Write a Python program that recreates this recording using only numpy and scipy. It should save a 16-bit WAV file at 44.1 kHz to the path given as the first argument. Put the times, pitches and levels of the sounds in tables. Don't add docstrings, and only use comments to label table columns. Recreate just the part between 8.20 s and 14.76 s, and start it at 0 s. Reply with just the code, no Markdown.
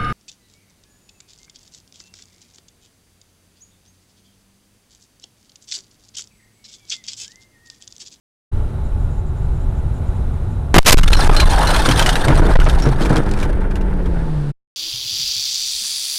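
import sys
import numpy as np
from scipy import signal
from scipy.fft import rfft, irfft
from scipy.io import wavfile

SR = 44100
rng = np.random.default_rng(int(sys.argv[2]) if len(sys.argv) > 2 else 0)


def unload_wav(signal):
    wavfile.write(
        sys.argv[1],
        SR,
        np.round(np.clip(np.atleast_2d(signal).T, -1, 1) * 32767).astype(np.int16),
    )


N = 289296
T = np.arange(N) / SR
START_S, END_S = 0.315, 6.32
SPIN_S, SLOWS_S, REST_S = 2.773, 3.55, 6.42

# f/Hz, level/dB
ROAD_SPECTRUM = [(18, 3), (69, 0), (137, -9), (162, -20), (220, -18.5), (261, -23.5), (376, -27),
                 (875, -35), (2620, -55.5), (10400, -80.5), (15000, -82)]
# f/Hz, width/Hz, level/dB
CABIN_RESONANCES = [(864, 24, 4), (1430, 180, 0), (3980, 280, 7), (9760, 2500, 18.5)]
# t/s, f/Hz, level/dB
ENGINE_CURVE = [(0.3, 72.9, -41), (4.6, 79.8, -28.5), (4.87, 98.2, -20.5), (5.12, 102.5, -18.5),
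                (5.3, 96.1, -25), (5.64, 97.4, -19.5), (5.98, 81.8, -24), (6.15, 75.86, -22.5),
                (6.32, 69.8, -21)]
ENGINE_HARMONICS = [-27, -11, -16, -16, -22, -21.5]
# t/s, length/s, level/dB, f/Hz above which the crunch fades
CRUNCHES = [(2.542, 0.006, 2, 860), (2.549, 0.0028, 3, 895), (2.555, 0.0017, -1.5, 900),
            (2.561, 0.0095, 9.5, 206), (2.576, 0.0014, -1.5, 1950), (2.582, 0.009, 8.5, 449),
            (2.659, 0.044, -4.5, 3660), (2.705, 0.024, -9, 3560), (2.724, 0.011, 0, 3580),
            (2.739, 0.0094, -6.5, 298)]
# t/s, length/s, pressure/full scale (negative is suction)
AIR_SURGES = [(2.544, 0.024, 2), (2.572, 0.009, -2.5), (2.58, 0.0072, 3.5), (2.586, 0.091, -1.38),
              (2.708, 0.048, 1.22), (2.744, 0.028, -1.93), (3.078, 0.0158, -2), (4.373, 0.02, -4.5)]
# t/s, length/s, level/dB, f/Hz
BODY_HEAVES = [(2.75, 0.35, 1.5, 22.05), (3.03, 0.43, -5, 23.8), (4.116, 0.23, -2, 28.2),
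               (4.321, 0.3, -0.5, 25.3)]
# f/Hz, level/dB
SWAY_SPECTRUM = [(14, -10.5), (22, -6), (29, -10.5), (42, -11.5), (65, -18.5), (110, -35.5)]
# t/s, length/s, level/dB
GROUND_GRINDS = [(3.65, 0.02, -18), (4.05, 0.12, -19), (4.192, 0.13, -17), (4.651, 0.046, -17.5),
                 (4.798, 0.077, -18.5), (4.9, 0.11, -16), (5.221, 0.098, -24)]
# f/Hz, level/dB
RUMBLE_SPECTRUM = [(70, -1), (140, 5.5), (220, -2), (350, -0.5), (470, -5), (900, -21)]
GROAN_HARMONICS = [1.5, 0.5, -3.5, -7]
# f/Hz, level/dB
SCRAPE_SPECTRUM = [(500, -0.5), (850, 4.5), (1150, -0.5), (1550, 2.5), (1950, -5), (2800, -16.5)]
# f/Hz, level/dB
GLASS_SPECTRUM = [(1800, -16.5), (3500, -2.5), (5400, -8.5), (7200, -13), (9500, -6), (11000, -18.5),
                  (15000, -24.5)]
# t/s, level/dB, added clatter/dB
LANDINGS = [(2.774, -7.5, 2), (3.095, -4.5, 3), (3.682, -2.5, -2), (4.081, -3.5, 0.5), (4.103, -3.5, -1.5),
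            (4.351, -4, 5.5), (4.37, -16, 14), (4.463, -11, 9.5), (4.664, 0, -11), (4.908, -8, -5),
            (4.96, -10, 1.5)]
# f/Hz, level/dB, time to fade by 60 dB/s
SHELL_NOTES = [(117, -5.5, 0.56), (146.3, 1.5, 0.33), (236.4, -1, 0.12), (302, -5, 0.17),
               (423, -1.5, 0.069), (567, -10, 0.072)]
# t/s, level/dB, ring f/Hz
PIECE_HITS = [(2.7792, 2.5, 3840), (2.83, 0.5, 2930), (2.878, -2.5, 3630), (2.9306, 0.5, 4116),
              (2.933, 0, 2640), (2.961, -7.5, 5480), (3.1651, -1.5, 4160), (3.2, 1, 2420),
              (3.204, -2, 4030), (3.471, -6, 4080), (3.563, -4, 3440), (3.6884, 0, 3080),
              (3.712, -0.5, 3240), (3.794, 2.5, 3076), (3.8247, -2, 3200), (3.8612, 2, 2940),
              (3.891, 1.5, 2990), (3.9557, -3.5, 4000), (4.083, -7, 2154), (4.4, -10, 2930),
              (4.496, -7.5, 3660), (4.622, -14, 5470), (4.818, -13, 3160), (4.8567, -10.5, 2360),
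              (4.9674, -9.5, 3190), (5.1373, -18.5, 2368), (5.2282, -10.5, 2350), (5.5092, -24, 2426),
              (5.556, -19, 2830), (5.611, -24, 2780), (5.8584, -25, 3247)]
# multiple of its ring frequency, level/dB
PIECE_NOTES = [(0.722, -0.5), (1.001, 9.5), (1.3, -19), (1.851, -10)]
# t/s, length/s, level/dB, starting f/Hz
SKIDS = [(2.967, 0.55, -27, 1011), (3.149, 0.39, -25.5, 856), (3.543, 0.42, -29, 902),
         (4.024, 0.33, -31.5, 672)]
SQUEAL_HARMONICS = [8, -1.5]
# t/s, length/s, level/dB
RATTLE_RUNS = [(4.379, 0.328, -37.5), (4.795, 0.206, -37.5), (5.027, .2, -44)]
# f/Hz, level/dB
RATTLE_SPECTRUM = [(1200, 3.5), (4200, 6), (9800, -3.5), (13000, -18)]
# f/Hz, level/dB
RUSH_SPECTRUM = [(60, 5), (400, -2), (1500, -12), (2400, -22), (4000, -23), (6500, -33),
                 (9500, -31), (12000, -43)]


def gain(db):
    return 10 ** (np.asarray(db) / 20)


def unit(x):
    return x / np.sqrt(np.mean(x ** 2) + 1e-18)


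def between(start, end, ramp_s):
    return np.clip((T - start) / ramp_s, 0, 1) * np.clip((end - T) / ramp_s, 0, 1)


def colour(x, spectrum):
    hz, db = np.transpose(spectrum)
    octave = np.log2(np.maximum(np.arange(N // 2 + 1) * SR / N, 1))
    outside = np.maximum(np.log2(hz[0]) - octave, 0) + np.maximum(octave - np.log2(hz[-1]), 0)
    response = gain(np.maximum(np.interp(octave, np.log2(hz), db) - 24 * outside, -90))
    cepstrum = irfft(np.log(response), N)
    cepstrum[1:N // 2] *= 2
    cepstrum[N // 2 + 1:] = 0
    return unit(irfft(rfft(x) * np.exp(rfft(cepstrum)), N))


def band(x, hz, width):
    return signal.lfilter(*signal.iirpeak(min(hz, SR / 3), hz / min(width, SR / 4), fs=SR), x)


def lowpass(x, hz, order=1):
    return signal.sosfilt(signal.butter(order, min(hz, SR / 3), fs=SR, output="sos"), x)


def wobble(rate):
    return np.interp(T * rate, np.arange(N // 16), rng.standard_normal(N // 16))


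def clicks(rate, spread_db):
    out = np.zeros(N)
    moment, sign, force = rng.random((N // 8, 3))[:int(rate * N / SR)].T
    out[(moment * N).astype(int)] = np.sign(sign - .5) * gain(spread_db * np.minimum(-np.log(force), 4))
    return out


def add(out, s, sound):
    i = int(s * SR)
    out[i:i + len(sound)] += sound[:N - i]


def fade(t, t60):
    return np.exp(-np.log(1000) * t / t60)


def tone(hz, harmonics_db):
    phase = 2 * np.pi * np.cumsum(hz) / SR
    return unit(sum(gain(db) * np.sin(k * phase) for k, db in enumerate(harmonics_db, 1)))


def spin_level(db, attack_s, fall_db_per_s):
    gate = np.clip((T - SPIN_S) / attack_s, 0, 1) * np.clip((REST_S - T) / 0.46, 0, 1)
    return gate * gain(db - fall_db_per_s * np.maximum(T - SLOWS_S, 0))


def grind_level(db):
    return sum(gain(db + grind_db) * between(s, s + length, ramp_s=0.0033)
               for s, length, grind_db in GROUND_GRINDS)


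def pieces(low_hz, high_hz, count, rate, width):
    pitches = np.geomspace(low_hz, high_hz, count) * (1 + .03 * rng.standard_normal(count))
    ringing = unit(sum(band(clicks(rate, spread_db=6), hz, width) for hz in pitches))
    return ringing * between(START_S, 5.49, ramp_s=0.83)


def road_roar(level_db=-18):
    noise = colour(rng.standard_normal(N), ROAD_SPECTRUM)
    ringing = sum(gain(db) * band(noise, hz, width) for hz, width, db in CABIN_RESONANCES)
    return unit(noise + ringing) * gain(level_db + wobble(5.67)) * (T < CRUNCHES[-1][0])


def gearbox_whine(hz=376.4, db=-47):
    return gain(db + 2 * wobble(14)) * tone(hz * (1 + 0.0083 * wobble(22)), [0]) * (T < CRUNCHES[0][0])


def thin_hiss(hz=7150, width=1100, db=-62):
    hiss = unit(band(band(rng.standard_normal(N), hz, width), hz, width))
    return gain(db) * hiss * np.clip(2 * wobble(28), 0, 1) * (T < CRUNCHES[0][0])


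def engine(boom_hz=146, boom_width_hz=32, boom_db=16):
    times, firing_hz, levels = np.transpose(ENGINE_CURVE)
    hz = np.interp(T, times, firing_hz)
    level_db = np.interp(T, times, levels)
    phase = 2 * np.pi * np.cumsum(hz * (1 + 0.0056 * wobble(25))) / SR
    out = 0
    for k, db in enumerate(ENGINE_HARMONICS, 1):
        boost_db = boom_db / (1 + ((k * hz - boom_hz) / boom_width_hz) ** 2)
        out += gain(level_db + db + boost_db) * (1 + .15 * wobble(30)) * np.sin(k * phase)
    return out


def collision(tail_db=-17, grain_db=4.0):
    out, t = np.zeros(N), T[:SR // 10]
    for s, length, db, corner_hz in CRUNCHES:
        noise = rng.standard_normal((2, len(t)))
        crunch = lowpass(lowpass(noise[0], corner_hz), 4 * corner_hz)[:int(length * SR)]
        add(out, s, gain(db) * unit(crunch - crunch.mean()) * signal.windows.tukey(len(crunch), .2))
        add(out, s, gain(tail_db) * unit(lowpass(noise[1], hz=2537)) * fade(t, t60=0.22))
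    out *= gain(grain_db * wobble(260))
    for s, length, pressure in AIR_SURGES:
        push = signal.windows.tukey(int(length * SR), .15)
        add(out, s, pressure * push * np.linspace(1, .3, len(push)))
    return out


def heaves(attack_s=0.018, release_s=0.24, judder_db=-8):
    out, t = np.zeros(N), T[:SR]
    for s, length, db, hz in BODY_HEAVES:
        envelope = np.clip(t / attack_s, 0, 1) * np.clip((length - t) / release_s, 0, 1)
        judder = unit(lowpass(rng.standard_normal(SR), hz=75, order=4))
        add(out, s, gain(db) * envelope * (gain(judder_db) * judder - np.sin(2 * np.pi * hz * t)))
    return out


def body_sway():
    swing = signal.hilbert(colour(rng.standard_normal(N), SWAY_SPECTRUM))
    sway = unit(swing.real / (np.abs(swing) + .5))
    return sway * spin_level(db=-13, attack_s=0.019, fall_db_per_s=1.0)


def underside(groan_hz=155):
    rumble = colour(clicks(rate=900, spread_db=2.5), RUMBLE_SPECTRUM)
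    groan = tone(groan_hz * (1 + 0.02622 * wobble(12) + 0.0221 * wobble(150)), GROAN_HARMONICS)
    level = spin_level(db=-23.5, attack_s=0.14, fall_db_per_s=1.59)
    return rumble * np.hypot(level, grind_level(db=-1)) + groan * grind_level(db=-5)


def panel_scrape(grit, shake):
    metal = pieces(483, 1756, count=20, rate=100, width=76)
    scrape = colour((metal + grit) * shake, SCRAPE_SPECTRUM)
    level = spin_level(db=-21.5, attack_s=0.25, fall_db_per_s=6.45)
    return scrape * np.hypot(level, grind_level(db=-10))


def glass_shower(grit, shake, peak_s=3.75, swell_s=0.18, swell_db=3):
    shards = 1.93 * pieces(2586, 13500, count=36, rate=110, width=50)
    glass = colour((shards + grit) * shake * gain(3.6 * wobble(130)), GLASS_SPECTRUM)
    swell = gain(swell_db * np.exp(-((T - peak_s) / swell_s) ** 2))
    level = swell * spin_level(db=-28, attack_s=0.24, fall_db_per_s=12.9)
    return glass * np.hypot(level, grind_level(db=-28))


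def panel_buzz(hz=880, width=60):
    hum = unit(band(band(rng.standard_normal(N), hz, width), hz, width))
    return hum * spin_level(db=-40, attack_s=0.12, fall_db_per_s=1.5)


def thumps(gain_db=-9):
    out, t = np.zeros(N), T[:SR // 2]
    for s, db, clatter_db in LANDINGS:
        chance = rng.standard_normal((len(SHELL_NOTES), 2))
        shell = sum(gain(note_db + 2 * louder) * np.sin(2 * np.pi * hz * (1 + 0.055 * higher) * t)
                    * fade(t, t60) for (hz, note_db, t60), (louder, higher) in zip(SHELL_NOTES, chance))
        noise = band(rng.standard_normal(len(t)), hz=610, width=630)
        clatter = unit(lowpass(noise, hz=2140, order=2)) * fade(t, t60=0.088)
        onset = 1 - fade(t, t60=0.0006)
        add(out, s, gain(db + gain_db) * (shell + gain(clatter_db) * clatter) * onset)
    return out


def clacks(gain_db=-15.5, knock_db=-5, glass_above_hz=4000, glass_t60=.14, trim_t60=0.037):
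    out, t = np.zeros(N), T[:SR // 4]
    for s, db, ring_hz in PIECE_HITS:
        noise = rng.standard_normal((2 + len(PIECE_NOTES), len(t)))
        splinters = noise[0] * np.abs(noise[0])
        crack = unit(band(splinters, hz=2510, width=3500)) * fade(t, t60=0.064)
        panel = band(noise[1], hz=1460, width=300)
        knock = unit(lowpass(panel, hz=2010, order=2)) * fade(t, t60=0.11)
        notes = sum(gain(note_db) * np.sin(2 * np.pi * np.cumsum(ring_hz * (ratio + 0.14 * rough)) / SR)
                    for (ratio, note_db), rough in zip(PIECE_NOTES, noise[2:]))
        ring = unit(notes) * fade(t, glass_t60 if ring_hz > glass_above_hz else trim_t60)
        add(out, s, gain(db + gain_db) * (crack + 1.14 * ring + gain(knock_db) * knock))
    return lowpass(out, hz=11000)


def tyre_squeals(sink_hz_per_s=480, rear_ratio=1.28, flutter_db=8.5):
    out = 0
    for s, length, db, hz in SKIDS:
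        pitch = hz - sink_hz_per_s * np.clip(T - s, 0, length)
        squeal = 0
        for ratio in (1, rear_ratio):
            waver = 1 + 0.027 * wobble(22) + .038 * wobble(400)
            squeal += tone(ratio * pitch * waver, SQUEAL_HARMONICS) * gain(flutter_db * wobble(35))
        out += gain(db) * unit(squeal) * between(s, s + length, ramp_s=0.065)
    return out


def trim_rattles(gap_s=.019, scatter_db=4.0):
    ticks = np.zeros(N)
    spacing, force = rng.standard_normal((N // 100, 2)).T
    for s, db in zip(np.cumsum(gap_s * np.exp(.5 * spacing)), scatter_db * force):
        if s < END_S:
            add(ticks, s, gain(db) * fade(T[:SR // 10], t60=0.043))
    runs = sum(gain(db) * between(s, s + length, ramp_s=0.012) for s, length, db in RATTLE_RUNS)
    return colour(ticks * rng.standard_normal(N), RATTLE_SPECTRUM) * runs


def background_rush(db=-32):
    return colour(rng.standard_normal(N), RUSH_SPECTRUM) * gain(db) * between(5.47, 7.01, ramp_s=0.94)


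def scene():
    background = road_roar() + background_rush() + gearbox_whine() + thin_hiss() + engine()
    crash = collision() + body_sway()
    shake = gain(4 * np.tanh(wobble(60)))
    grit = 2.95 * unit(clicks(rate=5600, spread_db=-1.5))
    crash += underside() + panel_scrape(grit, shake) + glass_shower(grit, shake)
    crash += tyre_squeals() + clacks() + trim_rattles() + thumps() + heaves() + panel_buzz()
    return ((background + crash) * between(START_S, END_S, ramp_s=0.015))[None]


def record(dry, limit=0.71, flip_above=5.3, leak=0.062, sag_hz=6, top_hz=14800):
    x = np.where(dry > flip_above, -limit, np.clip(dry, -limit, limit))
    x = x + leak * (dry - lowpass(dry, hz=600))
    x = signal.sosfilt(signal.butter(1, sag_hz, "high", fs=SR, output="sos"), x)
    x = x / (1 + (x / .76) ** 6) ** (1 / 6)
    return signal.sosfilt(signal.ellip(8, .2, 70, top_hz, fs=SR, output="sos"), x)


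dry = scene()
out = record(dry)
unload_wav(out)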